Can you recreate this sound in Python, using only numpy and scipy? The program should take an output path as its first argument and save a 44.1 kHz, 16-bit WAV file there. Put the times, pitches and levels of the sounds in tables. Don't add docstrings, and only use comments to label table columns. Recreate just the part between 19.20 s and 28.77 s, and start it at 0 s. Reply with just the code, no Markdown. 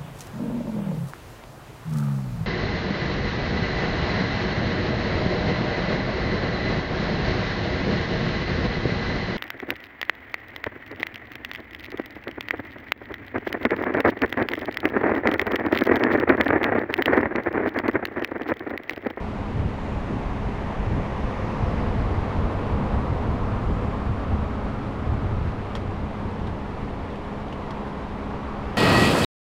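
import sys
import numpy as np
from scipy import signal
from scipy.fft import rfft, irfft, next_fast_len
from scipy.io import wavfile
from scipy.ndimage import uniform_filter1d

SR = 44100
rng = np.random.default_rng(int(sys.argv[2]) if len(sys.argv) > 2 else 0)


def pcm_store(signal):
    levels = np.round(np.clip(np.atleast_2d(signal), -1, 1) * 32767)
    wavfile.write(sys.argv[1], SR, levels.astype(np.int16).T)


N = 422037

# loudest_s, half_width_s, roar_db, howl_db
TYRE_SWELLS = [(3.3, 1.42, -37.5, -39), (5.45, .3, -51, -50.5), (8.5, 0.16, -58, -41),
               (9.3, 0.42, -46, -42.5)]


def amp(db):
    return 10 ** (np.asarray(db) / 20)


def unit(x):
    return x / np.sqrt(np.mean(x ** 2) + 1e-20)


def follow(rows):
    s, *columns = np.transpose(rows)
    return [np.interp(np.arange(N) / SR, s, column) for column in columns]


def add(mix, s, sound):
    part = mix[max(round(s * SR), 0):][:len(sound)]
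    part += sound[:len(part)]


def noise(gain):
    size = next_fast_len(N, True)
    spectrum = rfft(rng.standard_normal(size)) * gain(np.fft.rfftfreq(size, 1 / SR))
    return unit(irfft(spectrum, size)[:N])


def coloured(points):
    hz, db = np.transpose(points)
    return noise(lambda f: amp(np.interp(np.log(f + 1), np.log(hz + 1), db)))


def resonant(modes):
    def gain(f):
        return sum(amp(db) / (1 + ((f - hz) / width) ** 2) ** 1.5 for hz, width, db in modes)
    return noise(gain)


def drift(per_s):
    return noise(lambda f: np.exp(-(f / per_s) ** 2) * (f > 0))


def below(x, hz):
    return signal.sosfiltfilt(signal.butter(2, hz, fs=SR, output="sos"), x)


def passing(nearest_s, width_s):
    return 1 / np.hypot(1, (np.arange(N) / SR - nearest_s) / width_s)


def change(at_s, over_s):
    return .5 + .5 * np.tanh((np.arange(N) / SR - at_s) / over_s)


def gliding(centre_hz, width_hz):
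    phase = 2 * np.pi * np.cumsum(centre_hz) / SR
    a, b = (noise(lambda f: 1 / (1 + (f / width_hz) ** 2) ** 2) for _ in range(2))
    return a * np.cos(phase) + b * np.sin(phase)


def tyres(split_hz=1700, traffic_db=-41.5, hiss_db=-37.5, hiss_follows=0.44, flutter_db=0.38):
    # pitch_hz, level_db (per Hz)
    roar = [(20, 8), (35, 3), (100, 3.5), (180, 5.5), (250, 5.5), (370, 1.5), (680, 0.5), (850, -0.5),
            (1080, -3.5), (1450, -10), (2100, -14), (4000, -27), (6500, -39.5), (8400, -42.5), (10500, -50),
            (15500, -59.5)]
    power = amp(traffic_db) ** 2
    for loudest_s, width_s, roar_db, _ in TYRE_SWELLS:
        power = power + (amp(roar_db) * passing(loudest_s, width_s)) ** 2
    level = np.sqrt(power)
    road = coloured(roar)
    road /= np.std(below(road, 1500) - below(road, 450))
    body = below(road, split_hz)
    hiss = (road - body) * amp(hiss_db) * unit(level) ** hiss_follows
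    return (body * level + hiss) * amp(flutter_db * drift(26))


def tread(width_hz=380):
    # time_s, centre_hz
    howl = [(0, 850), (2.2, 1030), (3.6, 960), (4.5, 1130), (6.3, 1220), (7, 960), (8.5, 950), (9.57, 1110)]
    centre_hz, = follow(howl)
    power = sum((amp(howl_db) * passing(loudest_s, width_s)) ** 2
                for loudest_s, width_s, _, howl_db in TYRE_SWELLS)
    return np.sqrt(power) * gliding(centre_hz, width_hz)


def truck_front(hiss_width_hz=1800):
    # pitch_hz, width_hz, level_db (relative)
    front = [(1830, 420, 7), (2510, 800, -1), (3600, 860, -20), (6200, 1200, -19.5), (9500, 1500, -32.5)]
    # time_s, centre_hz, level_db
    tyre_hiss = [(0, 7030, -87), (.65, 6770, -69), (1.4, 5900, -75), (2, 5300, -67), (2.45, 4870, -61.5),
                 (2.9, 3980, -62), (3.4, 3815, -63), (3.9, 4560, -76), (4.6, 7385, -73), (5.3, 7400, -88)]
    facing = 1 - change(at_s=3.4, over_s=0.55)
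    fan = amp(-46) * passing(nearest_s=2.27, width_s=1.07) * facing * resonant(front)
    centre_hz, hiss_db = follow(tyre_hiss)
    return fan + amp(hiss_db) * gliding(centre_hz, hiss_width_hz)


def whirr(width_hz=52):
    # time_s, centre_hz, level_db
    whirr_curve = [(0, 536, -66), (1.4, 542, -59), (2, 525, -42), (2.45, 499, -40), (3, 496, -48),
                   (3.5, 470.6, -41), (4.2, 495.4, -51), (4.7, 467, -49), (5.4, 453, -62)]
    centre_hz, level_db = follow(whirr_curve)
    return amp(level_db) * gliding(centre_hz, width_hz)


def pickup_engine(wander=0.0033, rough=0.31, level_db=-33):
    # time_s, crank_hz (turns per second)
    engine_speed = [(0, 34.7), (1, 32.3), (1.7, 30), (2.3, 34.7), (2.8, 32.6), (3.5, 33), (4, 35.3),
                    (4.6, 34.7), (5.05, 34), (5.3, 36.7), (6, 39), (6.6, 32.2), (7.4, 32), (8.3, 26),
                    (9.57, 32.5)]
    # crank_multiple, coasting_db, half_load_db, pulling_db (relative)
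    exhaust = [(1, -8, -10, -9), (1.5, -1, -6, -12), (2, -10, -5, 3.5), (2.5, -9, -21, -12),
               (3, -3, -2, -14), (4, -13.5, -14, -21), (5, -12.5, -13.5, -23), (6, -11, -12.5, -1),
               (7, -6.5, -9.5, -11), (9, -12, -22, -32), (14, -23, -14.5, -20), (15, -16, -29, -30)]
    coast_load, throttle_load = 0.049, 0.37
    load_per_accel = 0.086

    crank_hz, = follow(engine_speed)
    accel = uniform_filter1d(np.gradient(crank_hz) * SR, SR // 4)
    throttle = change(at_s=2.97, over_s=0.23)
    load = coast_load + throttle_load * throttle + load_per_accel * np.maximum(accel, 0)
    shade_db = -2 * change(at_s=7.8, over_s=0.35)
    turns = np.cumsum(crank_hz * (1 + wander * drift(5.0))) / SR
    out = np.zeros(N)
    for order, *order_db in exhaust:
        balance_db = np.interp(load, [0, .5, 1], order_db)
        shaded_db = balance_db + shade_db * (order >= 2)
        gain = amp(shaded_db) * (1 + rough * drift(4.6))
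        out += gain * np.sin(2 * np.pi * (order * turns + rng.random()))
    return np.sqrt(2) * amp(level_db) * passing(nearest_s=4.1, width_s=1.75) * out


def stones(scatter_db=-7, scatter_t60=0.07, grit_db=-3, grit_t60=.02):
    # start_s, level_db, ring_hz, ring_t60_s, knock_db (relative to the ring)
    stone_hits = [(6.5522, -29, 3280, .011, 1.5), (6.5545, -35, 3150, .008, 1),
                  (6.5597, -32, 2800, .008, -4), (6.563, -41, 3900, .012, 4), (6.5692, -39, 2100, .014, 1),
                  (7.2703, -37.5, 3680, .02, -3), (7.2735, -39, 2450, .015, -2),
                  (7.903, -39, 3800, .01, -10), (7.9572, -33, 2900, .008, -8), (8.283, -40, 3500, .01, -8),
                  (8.326, -23, 2750, .007, -16), (8.3295, -35, 3150, .009, -8),
                  (8.507, -24.5, 3350, .005, -10), (8.5082, -26, 950, .025, -22),
                  (8.5113, -35, 3450, .007, -8)]
    # pitch_hz, level_db (relative), t60_s
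    ground_knock = [(950, 1, .011), (1300, 1, .01), (1850, 0, .014), (2450, -5, .007), (4300, -18, .005),
                    (5700, -23, .012)]
    out, t = np.zeros(N), np.arange(SR // 6) / SR
    attack = 1 - np.exp(-(t / .0006) ** 2)
    grit_band = signal.butter(2, [1000, 4000], "bandpass", fs=SR, output="sos")
    for start_s, level_db, ring_hz, ring_t60, knock_db in stone_hits:
        modes = [(ring_hz, 0, ring_t60)]
        modes += [(hz, db + knock_db, t60) for hz, db, t60 in ground_knock]
        ringing = sum(amp(db - 60 * t / t60) * np.sin(2 * np.pi * (hz * t + rng.random()))
                      for hz, db, t60 in modes)
        crunch = unit(signal.sosfilt(grit_band, rng.standard_normal(len(t))))
        grit = amp(knock_db + grit_db - 60 * t / grit_t60) * crunch
        snap = attack * (grit + ringing)
        echoes = rng.standard_normal(len(t)) * amp(-60 * t / scatter_t60) * (t > .003)
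        tail = signal.fftconvolve(snap, echoes / np.linalg.norm(echoes))[:len(t)]
        add(out, start_s, amp(level_db) * (snap + amp(scatter_db) * tail))
    return out


def next_vehicle():
    # pitch_hz, level_db (per Hz)
    next_hiss = [(100, -18), (900, 7), (2200, 4), (4000, -10), (5500, -13.5), (8000, -28), (15000, -38)]
    return amp(-43.5) * change(at_s=9.45, over_s=0.24) * coloured(next_hiss)


def idling_engine(firing_hz=68.85, wander=0.001, waver_db=1.23):
    # firing_multiple, level_db (before wavering)
    idle = [(1, -45), (2, -49.5), (3, -40), (4, -47), (5, -56), (6, -46.5), (7, -53), (16, -68)]
    firings = np.cumsum(firing_hz * (1 + wander * drift(3.35))) / SR
    out = np.zeros(N)
    for multiple, level_db in idle:
        gain = amp(level_db + waver_db * drift(10.7))
        out += gain * np.sin(2 * np.pi * (multiple * firings + rng.random()))
    return np.sqrt(2) * out


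def wind(gust_trim_db=-2.6, large_hz=55, middle_hz=140, small_hz=170, lump_db=0.14, puff_db=1.2):
    # peak_s, rise_s (and equal fall), large_db, middle_db, small_db (before gust_trim_db)
    gusts = [(.39, 0.062, -39, -20, -32), (0.459, 0.05, -35, -22, -26.5), (.75, 0.11, -30, -25, -37),
             (.94, 0.094, -33, -27, -25.5), (1.11, 0.1, -25, -33, -35), (1.26, 0.076, -28, -31, -35),
             (1.6, 0.058, -21.5, -37, -33), (1.665, 0.043, -25, -26, -31), (1.735, 0.078, -31, -22, -23),
             (1.8, .05, -32, -27, -29.5), (2, 0.14, -28, -30, -33), (2.46, 0.092, -31, -20.5, -32),
             (2.63, .08, -32, -25.5, -35), (2.77, 0.15, -25, -24, -37), (2.93, .09, -25, -22.5, -25.5),
             (3.02, .06, -28, -24.5, -35), (3.19, 0.11, -33, -21, -34), (3.27, .06, -26.5, -35, -34),
             (3.54, .09, -33, -22.5, -34), (3.63, .07, -35, -28, -25.5), (3.76, 0.081, -24, -21.5, -28),
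             (3.93, 0.066, -33, -19, -32), (4.11, 0.084, -23, -21.5, -30), (4.23, 0.076, -24, -33, -31),
             (4.34, 0.092, -26, -24.5, -42), (4.5, 0.11, -22, -26.5, -25.5), (4.68, .08, -37, -29, -37),
             (4.9, 0.091, -34, -22.5, -39), (5.13, 0.05, -26, -18.5, -34.5), (5.2, 0.06, -34, -26, -37),
             (5.32, .07, -40, -26, -45), (5.46, .06, -27, -41, -32), (5.93, 0.12, -25.5, -22, -34),
             (6.06, 0.074, -29, -22, -34), (6.16, 0.078, -25, -21.5, -37), (6.27, 0.076, -29, -21, -31),
             (6.7, 0.066, -40, -29, -40), (6.82, 0.068, -37, -28, -31), (7.06, 0.12, -38, -32, -36),
             (7.28, 0.19, -37, -30.5, -35), (7.62, .17, -29.5, -35.5, -35), (9.461, 0.15, -35, -34.5, -44)]
    # pitch_hz, level_db (per Hz)
    buffet = [(12, -17), (25, -2), (45, 1.5), (80, 2), (125, 0), (180, -7), (260, -13), (400, -23.5),
              (900, -51.5), (3000, -88)]
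    lull_db = -3.5 * change(at_s=6.9, over_s=.1)
    breeze_db = -34.5 + lull_db + puff_db * drift(2.3)
    out = amp(breeze_db) * passing(nearest_s=2.1, width_s=6.6) * coloured(buffet)

    a, b, c = (coloured(buffet) for _ in range(3))
    large = below(a, large_hz)
    middle = below(b - below(b, large_hz), middle_hz)
    small = c - below(c, small_hz)
    t = np.arange(N) / SR
    for peak_s, rise_s, *levels_db in gusts:
        near = abs(t - peak_s) < rise_s
        swell = np.cos(np.pi / 2 * (t[near] - peak_s) / rise_s) ** 2
        swell_rms = np.sqrt(np.mean(swell ** 2))
        for eddy, level_db in zip((large, middle, small), levels_db):
            out[near] += amp(level_db + gust_trim_db) * swell_rms * unit(swell * eddy[near])
    return out * amp(lump_db * drift(23))


def scene():
    truck = tyres() + tread() + truck_front() + whirr() + pickup_engine() + stones()
    return (truck + next_vehicle() + idling_engine() + wind())[None]


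def record(dry, dip_depth=0.44, edge_hz=15720):
    without_band = signal.lfilter(*signal.iirnotch(7830, 22, SR), dry)
    sound = dry + dip_depth * (without_band - dry)
    low_pass = signal.firwin(1023, edge_hz, window=("kaiser", 9), fs=SR)
    return signal.oaconvolve(sound, low_pass[None], "same")


dry = scene()
out = record(dry)
pcm_store(out)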